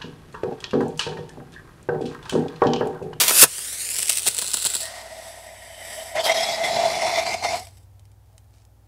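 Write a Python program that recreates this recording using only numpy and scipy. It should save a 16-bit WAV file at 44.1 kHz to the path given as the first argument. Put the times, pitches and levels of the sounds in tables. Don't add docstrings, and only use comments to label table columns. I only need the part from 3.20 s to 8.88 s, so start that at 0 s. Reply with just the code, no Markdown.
import sys
import numpy as np
from scipy import signal
from scipy.fft import rfft, irfft
from scipy.io import wavfile
from scipy.ndimage import uniform_filter1d, map_coordinates

SR = 44100
rng = np.random.default_rng(int(sys.argv[2]) if len(sys.argv) > 2 else 0)


def natural_amplitude(level_db):
    exponent = np.asarray(level_db, float) / 20
    return 10 ** exponent


def wav_record(signal):
    frames = np.transpose(np.atleast_2d(signal))
    bounded = np.clip(frames, -1, 1)
    quanta = np.round(bounded * 32767).astype(np.int16)
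    wavfile.write(sys.argv[1], SR, quanta)


N = 250355
T = np.arange(N) / SR

# time in seconds, jet level in dB.
FIRST_BLAST = [(0.0, -13), (0.05, -21.5), (0.078, -25), (0.09, -18), (0.122, -20.5), (0.18, -14),
               (0.203, -10.5), (0.211, -12), (0.216, -5.5), (0.2425, -7), (0.245, -16.5), (0.256, -36),
               (0.28, -44)]
# time in seconds, jet level in dB.
LATER_BURN = [(0.28, -33), (0.576, -30.5), (0.71, -29), (0.816, -28), (1.08, -31), (1.478, -30.5),
              (1.59, -32), (1.62, -29), (1.722, -37.5), (1.88, -47), (1.92, -45.5), (2.09, -42.5),
              (2.15, -47.5), (2.328, -51), (2.56, -48), (2.72, -39.5), (2.9, -42), (2.95, -49)]


def vent():
    blast_db, blasting = curves(FIRST_BLAST, fade=.004)
    jet_db, burning = curves(LATER_BURN, fade=.018)
    away = ramp(.56, .76) ** 1.4
    fading = ramp(1.6, .11)
    sparking = np.interp(T, [.3, 1.1, 1.6, 1.9], [.35, .51, .49, .3])
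    early = T < .27

    spits, small = vent_spits(jet_db, sparking, away)
    flow = noise() * steady_hiss(jet_db, burning, sparking)
    flow += np.sign(noise()) * (spits * ~early + small)
    blast = noise() * natural_amplitude(blast_db + 1.5 * wobble(300)) * blasting
    blast += np.sign(noise()) * spits * early

    puff = natural_amplitude(-36.5 + .2 * (blast_db + 22)) * (T < .25)
    puff += natural_amplitude(jet_db - 20) * burning * (1 - fading)
    return table_echo(turning_jet(flow, away, fading) + opening_blast(blast) + vent_puffs(puff))


# time in seconds, peak in dB, low puff in dB under it.
BLAST_SPITS = [(0.0014, -9.5, -21), (0.01, -3.5, -16.5), (0.015, -6.5, -16.5), (0.037, -5.5, -17.5),
               (0.0695, -8, -24.5), (0.0803, 2.5, -28.5), (0.089, -9, -20.5), (0.0926, -6.5, -19.5),
               (0.1065, -7, -5), (0.201, -1.5, -30.5), (0.216, 6, -41.5), (0.223, 3.5, -12),
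               (0.229, 6.5, -10.5), (0.237, 7, -12.5)]
# time in seconds, peak in dB, low puff in dB under it.
SPUTTERS = [(0.3813, -12, -20.5), (0.5275, -15, -22), (0.6885, -11, -51), (0.7857, -3.5, -22.5),
            (1.3345, -5.5, -25.5), (0.825, -10.5, -24.5), (0.8564, -10, -54), (0.8815, -6, -34),
            (0.893, -4, -34.5), (0.8962, 2, -26.5), (0.9195, -6, -30), (0.9284, -9, -39),
            (0.9713, -3.5, -36), (0.993, -10, -44), (1.0305, -10, -42), (1.057, -11, -19),
            (1.0632, -6, -16.5), (1.07, -0.5, -22), (1.076, 0.5, -19.5), (1.146, -10.5, -39),
            (1.1662, -8.5, -29), (1.1863, -5, -22.5), (1.2193, -9, -14.5), (1.2427, -10, -21),
            (1.28, -10.5, -27), (1.3406, -1, -23), (1.3695, -5.5, -23.5), (1.45, -2.5, -19.5),
            (1.4588, -5, -16), (1.501, -8.5, -40), (1.5366, -8.5, -22), (1.551, -5.5, -21.5)]
# time in seconds, peak in dB.
SMALL_SPITS = [(0.3911, -21), (0.6066, -20), (0.6509, -24), (0.6545, -23), (0.7027, -18.5), (0.7073, -17),
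               (0.7151, -19.5), (0.7459, -18), (0.7578, -17), (0.7651, -15), (0.7828, -16), (0.7924, -15),
               (0.8026, -15.5), (0.8186, -19.5), (0.8242, -20), (0.8296, -12.0), (0.8701, -20.5),
               (0.8758, -17.5), (0.9042, -15), (0.9133, -16), (0.9355, -18.5), (0.9552, -16.5),
               (0.9696, -21.5), (0.9817, -14.5), (0.9853, -14.5), (1.0213, -20.5), (1.0667, -16),
               (1.0825, -9.5), (1.0867, -8), (1.181, -13.9), (1.192, -13.5), (1.195, -19), (1.2161, -15.5),
               (1.2247, -17.5), (1.2654, -20), (1.2761, -17), (1.3058, -21), (1.3157, -18.5),
               (1.3185, -21.5), (1.3454, -15), (1.384, -20.5), (1.3913, -21.5), (1.4003, -20.5),
               (1.4248, -17), (1.4298, -19.5), (1.4442, -16), (1.4547, -14.5), (1.4623, -14.5),
               (1.4652, -13), (1.4697, -12.5), (1.543, -16.5), (1.5504, -20.5), (1.5563, -21),
               (1.5665, -15.6), (1.6047, -20), (1.6093, -17.5), (1.6144, -22.5), (1.6172, -21),
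               (1.6316, -22), (1.6555, -20)]


def vent_spits(jet_db, sparking, away):
    s, db, _ = np.transpose(BLAST_SPITS + SPUTTERS)
    ms = np.ones(len(s))
    sharp = bursts(s + .0007, natural_amplitude(db - 4.5), .99 * ms, rise=.49)

    loud = np.clip((db + 16) / 8, 0, 1)
    cluster = bursts(np.maximum(s - .0015, 0), loud * natural_amplitude(db - 13), 4.95 * ms, rise=.78)
    cluster *= natural_amplitude(4.5 * wobble(400))

    when, size = rng.random((150, 2)).T
    stray = bursts(.55 + 1.1 * when, 2.1 - 2.3 * np.log(size + 1e-3), .22 + 0 * when)
    stray *= natural_amplitude(jet_db) * sparking * (.27 + away)

    small_s, small_db = np.transpose(SMALL_SPITS)
    small = bursts(small_s - .0003, natural_amplitude(small_db + 6.5), .65 + 0 * small_s, rise=.35)
    return sharp + cluster + stray, small


# time in seconds, level in dB.
LAST_WHEEZE = [
    (4.36, -42.5),
    (4.566, -66.5),
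    (4.572, -61),
    (4.66, -77),
]


def steady_hiss(jet_db, burning, sparking):
    grain = natural_amplitude(sparking * (1.5 * wobble(450) + 2.5 * wobble(90) + .28 * wobble(19)))
    wheeze_db, wheezing = curves(LAST_WHEEZE, fade=.011)
    return natural_amplitude(jet_db) * burning * unit(grain) + wheezing * natural_amplitude(wheeze_db + 3.35 * wobble(120))


# frequency in Hz, level in dB.
FACING_TONE = [(710, -59.5), (1200, -16.5), (1840, -7), (3500, -5.5), (4630, -4.5), (5040, -3.5),
               (6450, -3.5), (9080, 4), (14600, -13), (15500, -10.5)]
# frequency in Hz, level in dB.
AWAY_TONE = [(710, -42.5), (1200, -22), (1440, -9.5), (1840, -22.5), (2010, -8.5), (2260, -21.5),
             (2410, -10.5), (2890, -9), (3150, -10.5), (4070, -2.5), (6590, -12.5), (7820, 3), (9000, -4.5),
             (10200, -4), (12800, -21), (14800, -10), (15600, -17)]
# frequency in Hz, level in dB.
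FADING_TONE = [(710, -24.5), (1200, -7.5), (1690, -11), (1860, 4.5), (2360, -14.5), (5090, -7),
               (6950, -16.5), (8080, -8.5), (15500, -28.5)]
# frequency in Hz, level in dB.
WEAK_TONE = [(2060, -7), (3500, -5.5), (3680, 2.5), (4170, -17), (4690, -1), (5660, 0.5), (6450, -9),
             (6650, -17.5), (7820, 3), (8220, 1), (9020, -2), (11000, -3.5), (13200, -12.5), (14300, -12.5),
             (15500, -26.5)]
# frequency in Hz, width in Hz, level in dB.
WHISTLES = [(6300, 64, 1), (8000, 90, -4), (10950, 60, 4), (12300, 150, -5), (14200, 200, -2)]


def turning_jet(flow, away, fading):
    weak = ramp(1.76, .5)
    whistle = 0
    for hz, width, db in WHISTLES:
        whistle = whistle + natural_amplitude(db) * signal.lfilter(*signal.iirpeak(hz, hz / width, SR), flow)
    jet = (1 - away) * coloured(flow, FACING_TONE)
    jet += away * (1 - fading) * coloured(flow, AWAY_TONE)
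    jet += (fading - weak) * coloured(flow, FADING_TONE)
    return jet + weak * coloured(flow + whistle, WEAK_TONE)


# frequency in Hz, level in dB.
IGNITION_TONE = [(590, -23), (1000, -4.5), (1390, -8), (2040, -1), (3010, 0), (5040, -1), (9700, 0),
                 (15500, -5)]
# frequency in Hz, level in dB.
FULL_TONE = [(590, -42), (1000, -15.5), (1530, -7), (2340, -14.5), (2560, -3), (3260, -9.5), (5280, -4.5),
             (5990, -7), (9810, 0.5), (14000, -6), (15500, -17)]


def opening_blast(blast):
    pressure = ramp(.1, .032)
    return (1 - pressure) * coloured(blast, IGNITION_TONE) + pressure * coloured(blast, FULL_TONE)


# frequency in Hz, level in dB.
PUFF_TONE = [(76, -46.5), (130, -3.5), (290, -4), (382, 1), (620, 3.5), (662, 2), (1800, -1), (2340, -20.5),
             (3960, -120)]


def vent_puffs(steady):
    s, db, low_db = np.transpose(BLAST_SPITS + SPUTTERS)
    puffs = bursts(s, natural_amplitude(db + low_db + 1.5), 3.74 + 0 * s)
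    return coloured(noise() * (steady + puffs), PUFF_TONE)


def table_echo(jet):
    far_ms, near_ms, half_turned_s, steepness = .87, .25, .46, 2.6
    lag_ms = near_ms + (far_ms - near_ms) / (1 + (T / half_turned_s) ** steepness)
    lag_ms += .004 * wobble(14)
    return echoed(jet, lag_ms, .13 + .4 * bump(.62, .34), low_loss=.45)


# time in seconds, roar in dB, sharpness of the upper layers in dB over it.
FLAME_LEVEL = [(1.5, -51.5, -3), (1.76, -40, -18.5), (2.5, -46.5, 1), (2.76, -39.5, 4.5),
               (2.942, -41.5, -6), (2.958, -26.5, -13), (3.01, -24, -4.5), (3.047, -28.5, 3.5),
               (3.09, -21.5, -9.5), (3.16, -27.5, -2), (3.33, -30, -1.5), (3.41, -32.5, -9),
               (3.45, -28, -6), (3.65, -26, -8.5), (3.97, -27.5, -6), (4.37, -30.5, -6.5), (4.48, -61, -6),
               (4.65, -82, -6)]
# time in seconds, extra level in dB, length in ms.
FLARES = [
    (2.954, 6.5, 7.9),
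    (3.095, 11, 2.2),
    (3.119, 4, 6.6),
    (3.433, 8.5, 17),
    (3.86, 6.5, 15),
    (4.06, 5, 12),
    (4.139, 8, 3.7),
    (4.237, 5, 33),
    (4.469, 27.5, 3.2),
]
# start in seconds, length in seconds, change in dB.
STARVING = [
    (3.012, 0.023, -7.5),
    (3.124, 0.014, -9.5),
    (4.003, 0.052, -3),
    (4.148, 0.074, -7.5),
]
# time in seconds, third mode in Hz.
GAS_HEAT = [(1.5, 3040), (2.95, 3050), (3.0, 3070), (3.1, 3190), (3.3, 3340), (3.6, 3385), (4.0, 3510),
            (4.27, 3610), (4.65, 3580)]


def can():
    roar_db, hiss_db, lit = curves(FLAME_LEVEL, fade=.02)
    third_hz, _ = curves(GAS_HEAT)
    heat = third_hz / 3050
    mouth = heat ** .61

    for s, length, db in STARVING:
        roar_db = roar_db + db * (ramp(s, .01) - ramp(s + length, .0061))
    s, db, ms = np.transpose(FLARES)
    flutter_db = .7 * wobble(30) + .7 * wobble(110)
    flicker = lit * natural_amplitude(roar_db + bursts(s, 1.9 * db, ms) + flutter_db)

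    modes = lowest_mode(mouth) + second_mode(mouth, hiss_db) + third_mode(heat, third_hz, hiss_db)
    fizz = ramp(2.95, .09) * natural_amplitude(hiss_db) * slag_fizz(heat)
    return flicker * (modes + flame_rumble() + fizz)


# frequency when cool in Hz, width in Hz, level in dB.
FIRST_HOT = [(620.4, 41.2, -1), (820, 259, -10.5)]
# frequency in Hz, width in Hz, level in dB.
FIRST_BEFORE = [(628, 36, 0), (800, 330, -11.5), (1010, 120, -17)]
# frequency in Hz, width in Hz, level in dB.
ROUGH_OVERTONE = [(1000, 330, 0)]
# time in seconds, extra level in dB, half length in ms.
LOCKINGS = [(3.065, 6.5, 5.8), (3.4, 6.5, 23), (3.585, 2, 13), (3.625, 5.5, 37), (3.658, 1.5, 7.3),
            (3.825, 2, 7.9), (3.984, 6.5, 9.5), (4.068, 4.5, 9.4), (4.114, 0, 12), (4.249, 7.5, 10.3),
            (4.282, -6, 15), (4.32, 2.5, 42)]


def lowest_mode(mouth):
    hot = unit(coloured(column(FIRST_HOT, mouth, plain=.07, patchy_db=1.26), band(510, 800)))
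    cold = unit(coloured(column(FIRST_BEFORE, mouth, plain=.059, patchy_db=.65), band(556, 1120)))
    roar = hot * ramp(2.95, .025) + cold * (1 - ramp(2.95, .047))
    roar += natural_amplitude(-7.5) * bump(3.075, .035) * unit(column(ROUGH_OVERTONE, mouth))
    core_db = np.where(T < 2.95, -11, -9)
    roar = unit(roar + natural_amplitude(core_db) * core(632 * mouth, .02184, 3.5))
    return natural_amplitude(swells(LOCKINGS)) * roar


# frequency in Hz, width in Hz, level in dB.
SECOND_MODE = [(1867, 335, 7.58), (1932, 380, 7.7)]
# time in seconds, extra level in dB, half length in ms.
SECOND_STUTTER = [
    (2.974, 6.5, 7.1),
    (3.003, 2, 10),
    (3.03, -18, 22),
    (3.052, -8.5, 15),
    (3.076, 4.5, 5.5),
    (3.094, 1, 7),
    (3.122, 1, 6),
    (3.136, -11.5, 6.7),
    (3.15, 2.5, 8),
]


def second_mode(mouth, hiss_db):
    level_db = -3.5 + .44 * hiss_db + swells(SECOND_STUTTER)
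    return natural_amplitude(level_db) * unit(coloured(column(SECOND_MODE, mouth), band(1600, 3500)))


# frequency in Hz, width in Hz, level in dB.
THIRD_MODE = [(3050, 45, 0), (3150, 480, -13)]
# time in seconds, extra level in dB, half length in ms.
THIRD_MODE_STUTTER = [
    (2.93, -4, 25),
    (2.972, -3, 14.1),
    (3.006, 4.5, 12),
    (3.03, -6, 11),
    (3.047, 1, 8),
    (3.064, -3, 6),
    (3.13, 6, 6.5),
    (3.15, -7, 10),
]


def third_mode(heat, third_hz, hiss_db):
    ring = unit(coloured(column(THIRD_MODE, heat, patchy_db=-3), band(2660, 3800)))
    ring = unit(ring + natural_amplitude(-10) * (T > 2.95) * core(third_hz, .00396, 2.8))
    level_db = hiss_db + np.where(T < 2.95, -10, -2.5)
    level_db -= 8.5 * np.clip(T - 3.3, 0, 1)
    level_db += 16.5 * bump(5, .12) + swells(THIRD_MODE_STUTTER)
    return natural_amplitude(level_db) * ring


# frequency in Hz, width in Hz, level in dB.
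UPPER_MODES = [(3520, 130, 7.5), (4870, 840, 0.5), (5000, 75, -28.5), (7120, 120, -6)]
# frequency in Hz, level in dB.
FIZZ_TONE = [(2180, -19.5), (3700, -12.5), (4480, -2.5), (5120, -0.5), (6200, -1.5), (7880, -3), (8670, -8),
             (9660, -6), (13700, -17.5), (15500, -29.5)]


def slag_fizz(heat):
    fizz = unit(coloured(column(UPPER_MODES, heat, plain=.36, patchy_db=3), FIZZ_TONE)) * natural_amplitude(wobble(300))
    spray = .3 * coloured(fizz, [(5000, -30), (9000, -3), (11000, 0), (15000, 3)])
    spray_db = 5.5 + 11.5 * bump(3.07, .026) - 8.5 * ramp(3.0, .308)
    fizz += (natural_amplitude(spray_db) - 1) * spray
    lag_ms = .51 + (.28 - .51) * bump(2.95, .078)
    return echoed(fizz, lag_ms, .31 * np.exp(-abs(T - 3.07) / .22))


# frequency in Hz, level in dB.
RUMBLE_TONE = [(76, -19), (130, -3), (204, -3.5), (391, -1.5), (458, 0), (520, -28), (680, -55),
               (1140, -120)]


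def flame_rumble():
    return np.clip((T - 2.8) / .53, .55, 1) * natural_amplitude(-17 + 1.6 * wobble(18)) * coloured(noise(), RUMBLE_TONE)


# time in seconds, pitch in Hz, rms level in dB, half length in ms.
CLEAN_TONES = [(2.965, 625, -26, 19), (2.995, 645, -24, 16), (2.973, 1980, -25, 5.2), (2.996, 4550, -34, 5),
               (3.052, 4640, -32, 11), (3.066, 5230, -31, 7), (3.088, 1960, -30, 7.1),
               (3.099, 740, -20, 4.3), (3.099, 2080, -20, 3.8), (3.097, 5250, -37, 5.9),
               (3.119, 5640, -28, 5.8), (3.13, 3200, -31, 8), (3.177, 3790, -32, 6.9),
               (3.236, 5250, -26.5, 11), (1.81, 620, -47, 29), (1.936, 630, -38.5, 14),
               (2.32, 644, -44, 12), (2.782, 620, -36.5, 16), (3.655, 700, -17.5, 9), (4.417, 743, -39, 20),
               (4.472, 710, -54, 5), (5.155, 646, -63, 13.5)]


def singing():
    waver = 1 + .012 * wobble(150)
    out = np.zeros(N)
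    for s, hz, db, ms in CLEAN_TONES:
        pitch = hz * (waver + 1.5 * np.clip(T - s, -.1, .1))
        out += natural_amplitude(db) * bump(s, ms / 1000) * np.sin(2 * np.pi * np.cumsum(pitch) / SR)
    return np.sqrt(2) * out


# time in seconds, peak in dB, centre in Hz.
COOLING_TICKS = [(4.47, -28.5, 2520), (4.487, -37, 8000), (4.509, -43.5, 6040), (4.525, -50, 7400),
                 (4.571, -39.5, 7650), (4.583, -40, 5080), (4.795, -40.5, 3320), (4.854, -43, 9230),
                 (4.9166, -45, 7960), (5.0594, -54, 9170), (5.1294, -52, 8800), (5.18, -34, 4860),
                 (5.2432, -53, 5100), (5.2832, -56, 8760), (5.3078, -53.5, 8980), (5.451, -42.5, 5560)]
# frequency in Hz, level in dB, 60 dB decay in seconds.
STEEL_WALL = [
    (3130, -6, 0.063),
    (5130, -3, 0.028),
    (7070, -23, 0.035),
    (8930, -10, 0.039),
    (10725, -21, .03),
]
# time in seconds, level in dB.
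GLOVE_RUB = [
    (5.3, -89),
    (5.34, -67),
    (5.4, -66.5),
    (5.44, -75.5),
    (5.47, -87),
]


def handling():
    out, t = np.zeros(N + SR), np.arange(SR // 25) / SR
    for s, db, hz in COOLING_TICKS:
        click = np.sin(2 * np.pi * hz * t) * natural_amplitude(-60 * t / .0029)
        click += 1.1 * rng.standard_normal(len(t)) * natural_amplitude(-60 * t / .0149)
        ring = 0
        for f, level, t60 in STEEL_WALL:
            ring = ring + natural_amplitude(level + rng.normal(0, 3.5) - 60 * t / t60) * np.sin(2 * np.pi * f * t)
        out[int(s * SR):][:len(t)] += natural_amplitude(db - 11) * (click + natural_amplitude(-15) * ring)
    ticks = coloured(out[:N], [(500, -15), (2500, -6.5), (9000, -3.5), (12000, -10), (15500, -18.5)])

    rub_db, on = curves(GLOVE_RUB)
    rub = on * natural_amplitude(rub_db + 3.5 * wobble(300)) * noise()
    return ticks + coloured(rub, [(500, -7), (2000, -7), (5000, -5), (9000, -8), (14000, -25.5)])


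def room(x):
    hz, t, z = signal.stft(rng.standard_normal(SR // 3), SR, nperseg=256)
    f, t60 = np.transpose(ROOM_DECAY)
    decay_s = np.interp(np.log(hz + 1), np.log(f), t60)[:, None]
    tail = signal.istft(z * natural_amplitude(-60 * t / decay_s), SR, nperseg=256)[1]
    return signal.fftconvolve(np.pad(x, (150, 0)), tail / np.linalg.norm(tail))[:N]


# frequency in Hz, 60 dB decay in seconds.
ROOM_DECAY = [(150, .09), (1000, .09), (8000, .07), (15000, .04)]
# frequency in Hz, rms level in dB.
MAINS_HUM = [(60, -58), (120, -89)]
# time in seconds, pitch in Hz, level in dB.
IDLING_ENGINE = [(0.3, 104.7, -62), (0.89, 101.9, -58), (2.46, 95.5, -59.5), (3.01, 91.5, -55.5),
                 (3.23, 93.8, -71), (3.56, 95, -53), (3.7, 88, -63)]
# time in seconds, pitch in Hz, level in dB.
PASSING_ENGINE = [(3.9, 91.3, -56), (4.122, 94, -52), (4.22, 89.6, -50.5), (4.528, 95.3, -49.5),
                  (5.008, 101, -53.5), (5.677, 100.3, -57.5)]
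# multiple in elevenths of its pitch, level in dB.
ENGINE_ORDERS = [(5, -24), (8, -9), (9, -14), (11, 0), (13, -10), (16, -20)]
# frequency in Hz, level in dB.
FLOOR_TONE = [(15, -35.5), (25, -23.5), (55, -10), (96, -4), (122, -17.5), (188, -16.5), (253, -17.5),
              (410, -20.5), (804, -19), (1050, -26.5), (2560, -35), (9060, -36.5), (15500, -37)]


def background():
    hum = sum(natural_amplitude(db) * np.sin(2 * np.pi * hz * T) for hz, db in MAINS_HUM)
    hz, db, on = curves(IDLING_ENGINE, fade=.3)
    hum += on * natural_amplitude(db + 1.5 * wobble(7.4)) * np.sin(2 * np.pi * np.cumsum(hz) / SR)
    hz, db, on = curves(PASSING_ENGINE, fade=.59)
    shaft = 2 * np.pi * np.cumsum(hz) / SR / 11
    for k, level in ENGINE_ORDERS:
        hum += on * natural_amplitude(db + level + wobble(5.9)) * np.sin(k * shaft + k * k)
    return np.sqrt(2) * hum + natural_amplitude(-61 + .8 * wobble(6.6)) * coloured(noise(), FLOOR_TONE)


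def column(modes, heat, plain=0, patchy_db=2.5):
    hz, t, z = signal.stft(noise(), SR, nperseg=1024)
    f = hz[:, None] / np.interp(t, T, heat)
    gain = plain
    for k, (centre, width, db) in enumerate(modes):
        damping = 1j * f * width
        gain = gain + (-1) ** k * natural_amplitude(db) * damping / (centre * centre - f * f + damping)
    patches = uniform_filter1d(rng.standard_normal(z.shape), size=14, axis=0)
    patches = uniform_filter1d(patches, size=6, axis=1)
    return signal.istft(z * gain * natural_amplitude(patchy_db * unit(patches)), SR, nperseg=1024)[1][:N]


def core(hz, waver, swing_db):
    phase = 2 * np.pi * np.cumsum(hz * (1 + waver * wobble(45))) / SR
    return np.sqrt(2) * natural_amplitude(swing_db * wobble(25)) * np.sin(phase)


def echoed(x, lag_ms, echo, low_loss=0):
    late = map_coordinates(x, [np.arange(N) - lag_ms * SR / 1000], order=3)
    late = uniform_filter1d(late, size=2) * natural_amplitude(1.2 * wobble(12))
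    late = late - low_loss * uniform_filter1d(late, size=7)
    return (x + echo * late) / np.sqrt(1 + echo ** 2)


def coloured(x, points):
    f, db = np.transpose(points)
    hz = np.fft.rfftfreq(4096, 1 / SR)
    gain = natural_amplitude(np.interp(np.log(hz + 1), np.log(f), db)) + 1e-5
    gain *= natural_amplitude(-np.clip((hz - 15730) / 6, 0, 50))
    cepstrum = irfft(np.log(gain))
    cepstrum[1:2048] *= 2
    cepstrum[2049:] = 0
    kernel = irfft(np.exp(rfft(cepstrum)))
    return signal.fftconvolve(x, kernel / np.linalg.norm(kernel))[:N]


def band(lo_hz, hi_hz):
    return [(20, -60), (.5 * lo_hz, -20), (.69 * lo_hz, -10), (lo_hz, 0), (hi_hz, 0),
            (10 * hi_hz, -12), (20000, -70)]


def bursts(times, gains, lengths_ms, rise=.92):
    out = np.zeros(N + SR)
    for s, gain, ms in zip(times, gains, lengths_ms):
        u = np.arange(int(6 * ms * SR / 1000)) / (ms * SR / 1000)
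        out[int(s * SR):][:len(u)] += gain * (1 - np.exp(-u / rise)) * np.exp(-u)
    return out[:N]


def curves(rows, fade=.03):
    s, *cols = np.transpose(rows)
    gate = np.clip(np.minimum(T - s[0] + fade, s[-1] + fade - T) / fade, 0, 1)
    return [np.interp(T, s, c) for c in cols] + [gate]


def swells(rows):
    return sum(db * bump(s, ms / 1000) for s, db, ms in rows)


def bump(s, span):
    return np.exp(-((T - s) / span) ** 2)


def ramp(s, takes):
    return np.clip((T - s) / takes, 0, 1)


def wobble(rate):
    return map_coordinates(rng.standard_normal(int(N * rate / SR) + 4), [T * rate])


def noise():
    return rng.standard_normal(N)


def unit(x):
    return x / np.sqrt(np.mean(x ** 2) + 1e-20)


def scene():
    near = vent() + can() + singing() + handling()
    return (near + natural_amplitude(-13.5) * room(near) + background())[None]


def top_cut(x):
    return signal.sosfilt(signal.butter(12, 15760, fs=SR, output="sos"), x)


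def record(dry):
    top = .88
    clipped = dry / (1 + abs(dry / top) ** 8) ** (1 / 8)
    return top_cut(clipped)


dry = scene()
out = record(dry)
wav_record(out)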